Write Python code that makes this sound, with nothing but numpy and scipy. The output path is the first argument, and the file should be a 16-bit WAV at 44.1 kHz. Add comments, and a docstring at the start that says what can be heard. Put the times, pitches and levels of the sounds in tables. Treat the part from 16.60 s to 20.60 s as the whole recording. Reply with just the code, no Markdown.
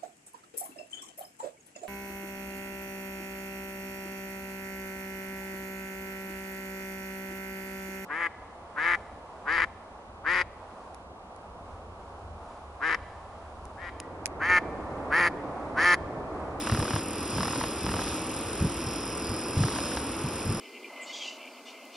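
"""Rapid needle taps over a rattling whirr: a small motorised pen pricks a glossy sheet on a table, close up.
The motor turns about 40 times a second and sags under load; its linkage rattles at fixed points of a turn.
In four strokes the needle hits the sheet once a turn; it also chatters and slides in its guide.
The hands shift and bump on the table."""
import sys
import numpy as np
from scipy import signal
from scipy.fft import rfft, irfft
from scipy.io import wavfile
from scipy.ndimage import uniform_filter1d

SR = 44100
rng = np.random.default_rng(int(sys.argv[2]) if len(sys.argv) > 2 else 0)


def dump_mix(stems):
    """Bounce the given channels to the path in sys.argv[1] as a 16-bit WAV at rate SR."""
    frames = np.atleast_2d(stems).T  # one column per channel
    limited = np.clip(frames, -1, 1)  # hard clip at full scale
    pcm = np.round(limited * 32767).astype(np.int16)
    wavfile.write(sys.argv[1], SR, pcm)


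N = 176400
T = np.arange(N) / SR
HZ = np.fft.rfftfreq(N, 1 / SR)


def needle_taps(turns, load):
    """Blows through the sheet onto the table, each with a crunch; under load, also a rasp once a turn."""
    # start_s, level_db
    hits = [(.0714, 0), (.0973, 0), (.1224, -1.5), (.1484, -1.5), (.174, -5), (.2, -3.5), (.2266, -5),
            (.253, -6), (.28, -5), (.3076, -2), (.3344, -3.5), (.362, -.5), (.7827, -3.5), (.807, -2.5),
            (.8313, -1), (.855, -5), (.8805, -3.5), (.907, -7), (.9324, -6), (.9585, -6), (1.011, -4),
            (1.0387, -.5), (1.265, -2.5), (1.2905, -4.5), (1.317, -6), (1.34, -3), (1.366, -5),
            (1.3915, -4), (1.4174, -7), (3.036, -2), (3.084, -1.5), (3.16, -5.5), (3.186, -4), (3.3175, -7),
            (3.372, -.5)]
    # freq_hz, gain_db
    tap_spectrum = [(150, -12), (600, 2), (1650, 2.5), (2100, -9), (3400, -9.5), (4600, -17), (5300, -8),
                    (6800, -25)]
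    tap_gain_db, crunch_gain_db, rasp_gain_db = 3.2, -23, 1
    blows = np.zeros(N)
    for start_s, level_db in hits:
        blows[round(start_s * SR)] = amp(level_db)
    turn_pulses = np.diff(np.floor(turns), prepend=0)
    rasps = amp(rasp_gain_db) * turn_pulses * load ** 2
    crunch = signal.fftconvolve(blows + rasps, swell(T, peak_s=.002))[:N] * port_noise()
    return amp(tap_gain_db) * colour(amp(crunch_gain_db) * crunch - blows, tap_spectrum)


def motor_whirr(turns, load):
    """Bearing roughness, partly the same on every turn, shakes the housing."""
    # freq_hz, gain_db
    housing_spectrum = [(130, -18.5), (230, -0.5), (320, 1), (400, -5), (480, -2.5), (640, -10.5),
                        (1150, -8.5), (1600, -16), (2050, -20), (2550, -14.5), (3300, -23.5), (4500, -44)]
    free_db, load_gain_db, repeat_share = -36, 2.5, .19
    bearing = rng.standard_normal(1024)
    repeating = unit(bearing[(turns % 1 * len(bearing)).astype(int)])
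    roughness = np.sqrt(repeat_share) * repeating + np.sqrt(1 - repeat_share) * port_noise()
    return amp(free_db + load_gain_db * load) * unit(colour(roughness, housing_spectrum))


def needle_slide(load):
    """Grainy dry friction of the needle in its guide, louder under load."""
    # freq_hz, gain_db
    friction_spectrum = [(1800, -13.5), (3400, 6), (4550, 1.5), (5300, 10), (5950, -0.5), (7000, 6.5),
                         (9000, 6), (11000, -1), (12000, -14)]
    free_db, load_gain_db, grain_db = -50, 17, 2.5
    grain = amp(grain_db * unit(uniform_filter1d(rng.standard_normal(N), size=60)))
    return amp(free_db + load_gain_db * load) * unit(colour(port_noise() * grain, friction_spectrum))


def linkage_rattles(turns, load):
    """Each loose joint buzzes briefly in its own resonance, once a turn."""
    # place_turns, sigma_turns, pitch_hz, width_hz, level_db, load_gain_db
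    joints = [(.87, .07, 8000, 220, -44, -4), (.71, .045, 9100, 600, -52.5, 1.5),
              (.72, .045, 7400, 700, -53, 2), (.71, .05, 10800, 900, -52.5, -2),
              (.22, .06, 10500, 700, -54, -4), (.4, .1, 2520, 300, -55, 2)]
    spread_db, jitter_turns = 2.1, .018
    out = np.zeros(N)
    for place_turns, sigma_turns, pitch_hz, width_hz, level_db, load_gain_db in joints:
        cycle = turns - place_turns + 1.5  # buzz falls mid-cycle
        strength, shift = rng.standard_normal((int(turns[-1]) + 10, 2))[cycle.astype(int)].T
        offset_turns = cycle % 1 - .5 - jitter_turns * shift
        gate = np.exp(-.5 * (offset_turns / sigma_turns) ** 2) * amp(spread_db * strength)
        out += amp(level_db + load_gain_db * load) * unit(ring(pitch_hz, width_hz) * gate)
    return out


def needle_chatter(turns, load):
    """The needle rings in its guide, throbbing with the motor; the pitch drifts as the grip shifts."""
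    # time_s, level_db
    levels = [(0, -48.5), (.35, -46.5), (.47, -51.5), (.66, -47.5), (.8, -42), (1.13, -49), (1.46, -46),
              (1.65, -55.5), (2.02, -53), (2.33, -43.5), (2.59, -48), (2.66, -43.5), (2.8, -45.5),
              (3.27, -44.5), (3.55, -53), (3.9, -47)]
    # time_s, pitch_hz
    pitches = [(1.5, 5200), (2.3, 5310), (2.6, 5270), (2.66, 5070), (2.85, 5210)]
    free_place_turns, loaded_place_turns, throb_scale_db = .23, .007, 5.5
    four_per_turn = np.cos(2 * np.pi * 4 * (turns - free_place_turns))
    three_per_turn = np.cos(2 * np.pi * 3 * (turns - loaded_place_turns))
    throb = amp(throb_scale_db * ((1.5 - load) * four_per_turn + load * three_per_turn))
    return amp(curve(levels)) * unit(throb * ring(curve(pitches), width_hz=330))


def hands_on_table(load):
    """Scrapes and soft thuds, each thud trailed by a scuff, over a rumble that grows as the hand presses."""
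    # start_s, level_db, pitch_hz
    bumps = [(0.116, -18, 105), (.185, -18.5, 116), (0.213, -28, 98), (0.336, -22.5, 105),
             (1.24, -25.5, 112), (2.007, -17.5, 100), (2.017, -17.5, 180), (2.038, -21, 174.5),
             (2.264, -28, 107), (2.691, -26.5, 95), (2.967, -17.5, 102.6), (2.989, -20, 95),
             (3.003, -15.5, 128), (3.039, -20.5, 132), (3.64, -24, 141), (3.891, -23, 102)]
    # start_s, level_db
    scrapes = [(.72, -32), (1.2, -31.5), (3.83, -31)]
    # freq_hz, gain_db
    scuff_spectrum = [(35, -20), (75, 1), (220, -2), (560, -25), (2000, -70)]
    # freq_hz, gain_db
    rumble_spectrum = [(33, -30), (55, 2), (85, 2.5), (190, -2.5), (300, -18), (700, -50)]
    rumble_db, load_gain_db, scuff_gain_db = -44.5, 4.5, -8.5
    out = amp(rumble_db + load_gain_db * load) * unit(colour(rng.standard_normal(N), rumble_spectrum))
    scuff_power = np.zeros(N)
    for start_s, level_db in scrapes:
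        age_s = np.maximum(T - start_s, 0)
        scuff_power += (amp(level_db) * swell(age_s, peak_s=.075)) ** 2
    for start_s, level_db, pitch_hz in bumps:
        age_s = np.maximum(T - start_s, 0)
        out += amp(level_db) * swell(age_s, peak_s=.0075) * np.sin(2 * np.pi * pitch_hz * age_s)
        scuff_power += (amp(level_db + scuff_gain_db) * swell(age_s, peak_s=.02)) ** 2
    return out + np.sqrt(scuff_power) * unit(colour(rng.standard_normal(N), scuff_spectrum))


def room(x, gain_db=-9, t60_s=.017):
    """Short reflections of a small room."""
    tail = port_noise()[:, :SR // 2] * amp(-60 * T[:SR // 2] / t60_s)
    return amp(gain_db) * signal.fftconvolve(x, tail / np.linalg.norm(tail[0]), axes=1)[:, :N]


def ring(pitch_hz, width_hz):
    """A resonance kept rattling: a wavering tone of nearly even strength."""
    band = np.exp(-(np.fft.fftfreq(N, 1 / SR) / width_hz) ** 2)
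    waver = np.fft.ifft(np.fft.fft(rng.standard_normal(N)) * band)
    tone = waver / waver.std() * np.exp(2j * np.pi * np.cumsum(pitch_hz * np.ones(N)) / SR)
    return unit(tone.real / np.sqrt(abs(tone) ** 2 + .5))


def port_noise():
    """Noise at the two microphone ports, partly alike."""
    # freq_hz, correlation
    likeness = [(350, 1), (700, .88), (1800, .95), (2800, .8), (4400, .65), (6900, 1)]
    correlation = read(likeness)
    mid, side = rfft(rng.standard_normal((2, N)))
    mid *= np.sqrt((1 + correlation) / 2)
    side *= np.sqrt((1 - correlation) / 2)
    return irfft(np.array([mid + side, mid - side]), N)


def colour(x, spectrum):
    """Minimum-phase filter."""
    log_gain = np.log(amp(read(spectrum, abs(np.fft.fftfreq(N, 1 / SR)))))
    response = np.exp(signal.hilbert(log_gain).conj())[:len(HZ)]
    return irfft(rfft(x) * response, N)


def swell(age_s, peak_s):
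    """Rises to 1 at peak_s, then dies away."""
    return (age_s / peak_s * np.exp(1 - age_s / peak_s)) ** 2


def read(points, at_hz=HZ):
    """Interpolate over log frequency."""
    freq_hz, value = np.transpose(points)
    return np.interp(np.log(at_hz + 1), np.log(freq_hz), value)


def curve(points):
    return np.interp(T, *np.transpose(points))


def amp(db):
    return 10 ** (np.asarray(db) / 20)


def unit(x):
    return x / np.sqrt(np.mean(x ** 2) + 1e-20)


def scene():
    """Pen and hands, driven by motor speed and load; only the taps feed the room."""
    # time_s, turns_per_s
    speeds = [(0.0, 40.13), (0.15, 38.82), (0.34, 36.25), (0.5, 40.77), (0.72, 41.63), (0.85, 40.51),
              (1.02, 36.55), (1.17, 41.03), (1.32, 39.75), (1.48, 37.48), (1.75, 42.16), (2.05, 42.06),
              (2.3, 41.77), (2.92, 42.02), (3.1, 40.09), (3.33, 36.95), (3.58, 41.7), (4.0, 41.99)]
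    # time_s, load (0 running free, 1 pressed down)
    loads = [(.3, .55), (.38, 0.66), (.45, 0.16), (.68, 0.46), (.78, 0.64), (1.04, 0.63), (1.14, 0.38),
             (1.26, 0.51), (1.5, 0.71), (1.62, 0.44), (2.93, 0.31), (3.02, 0.68), (3.36, 0.64), (3.44, 0.4)]
    turns = .14 + np.cumsum(curve(speeds)) / SR
    load = curve(loads)
    taps = needle_taps(turns, load)
    return (taps + room(taps) + linkage_rattles(turns, load) + needle_chatter(turns, load)
            + motor_whirr(turns, load) + needle_slide(load) + hands_on_table(load))


def record(dry):
    """The two microphone ports differ in treble phase and level; a low-pass follows."""
    # freq_hz, left_lead_rad
    port_phase = [(3700, 0), (4500, -1.8), (5000, -.9), (5850, .1), (6400, 2.5), (7000, 3.13), (8300, 3.16),
                  (9000, 3.9), (10100, 6.283)]
    # freq_hz, left_minus_right_db
    port_balance = [(3000, 0), (4700, -3.5), (5500, 0)]
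    cutoff_hz = 11800
    left_gain = np.exp(.5j * read(port_phase)) * amp(read(port_balance) / 2)
    ported = irfft(rfft(dry) * np.array([left_gain, 1 / left_gain]), N)
    lowpass = signal.firwin(401, cutoff_hz, window=("kaiser", 9), fs=SR)
    return signal.oaconvolve(ported, lowpass[None], "same")


dry = scene()
out = record(dry)
dump_mix(out)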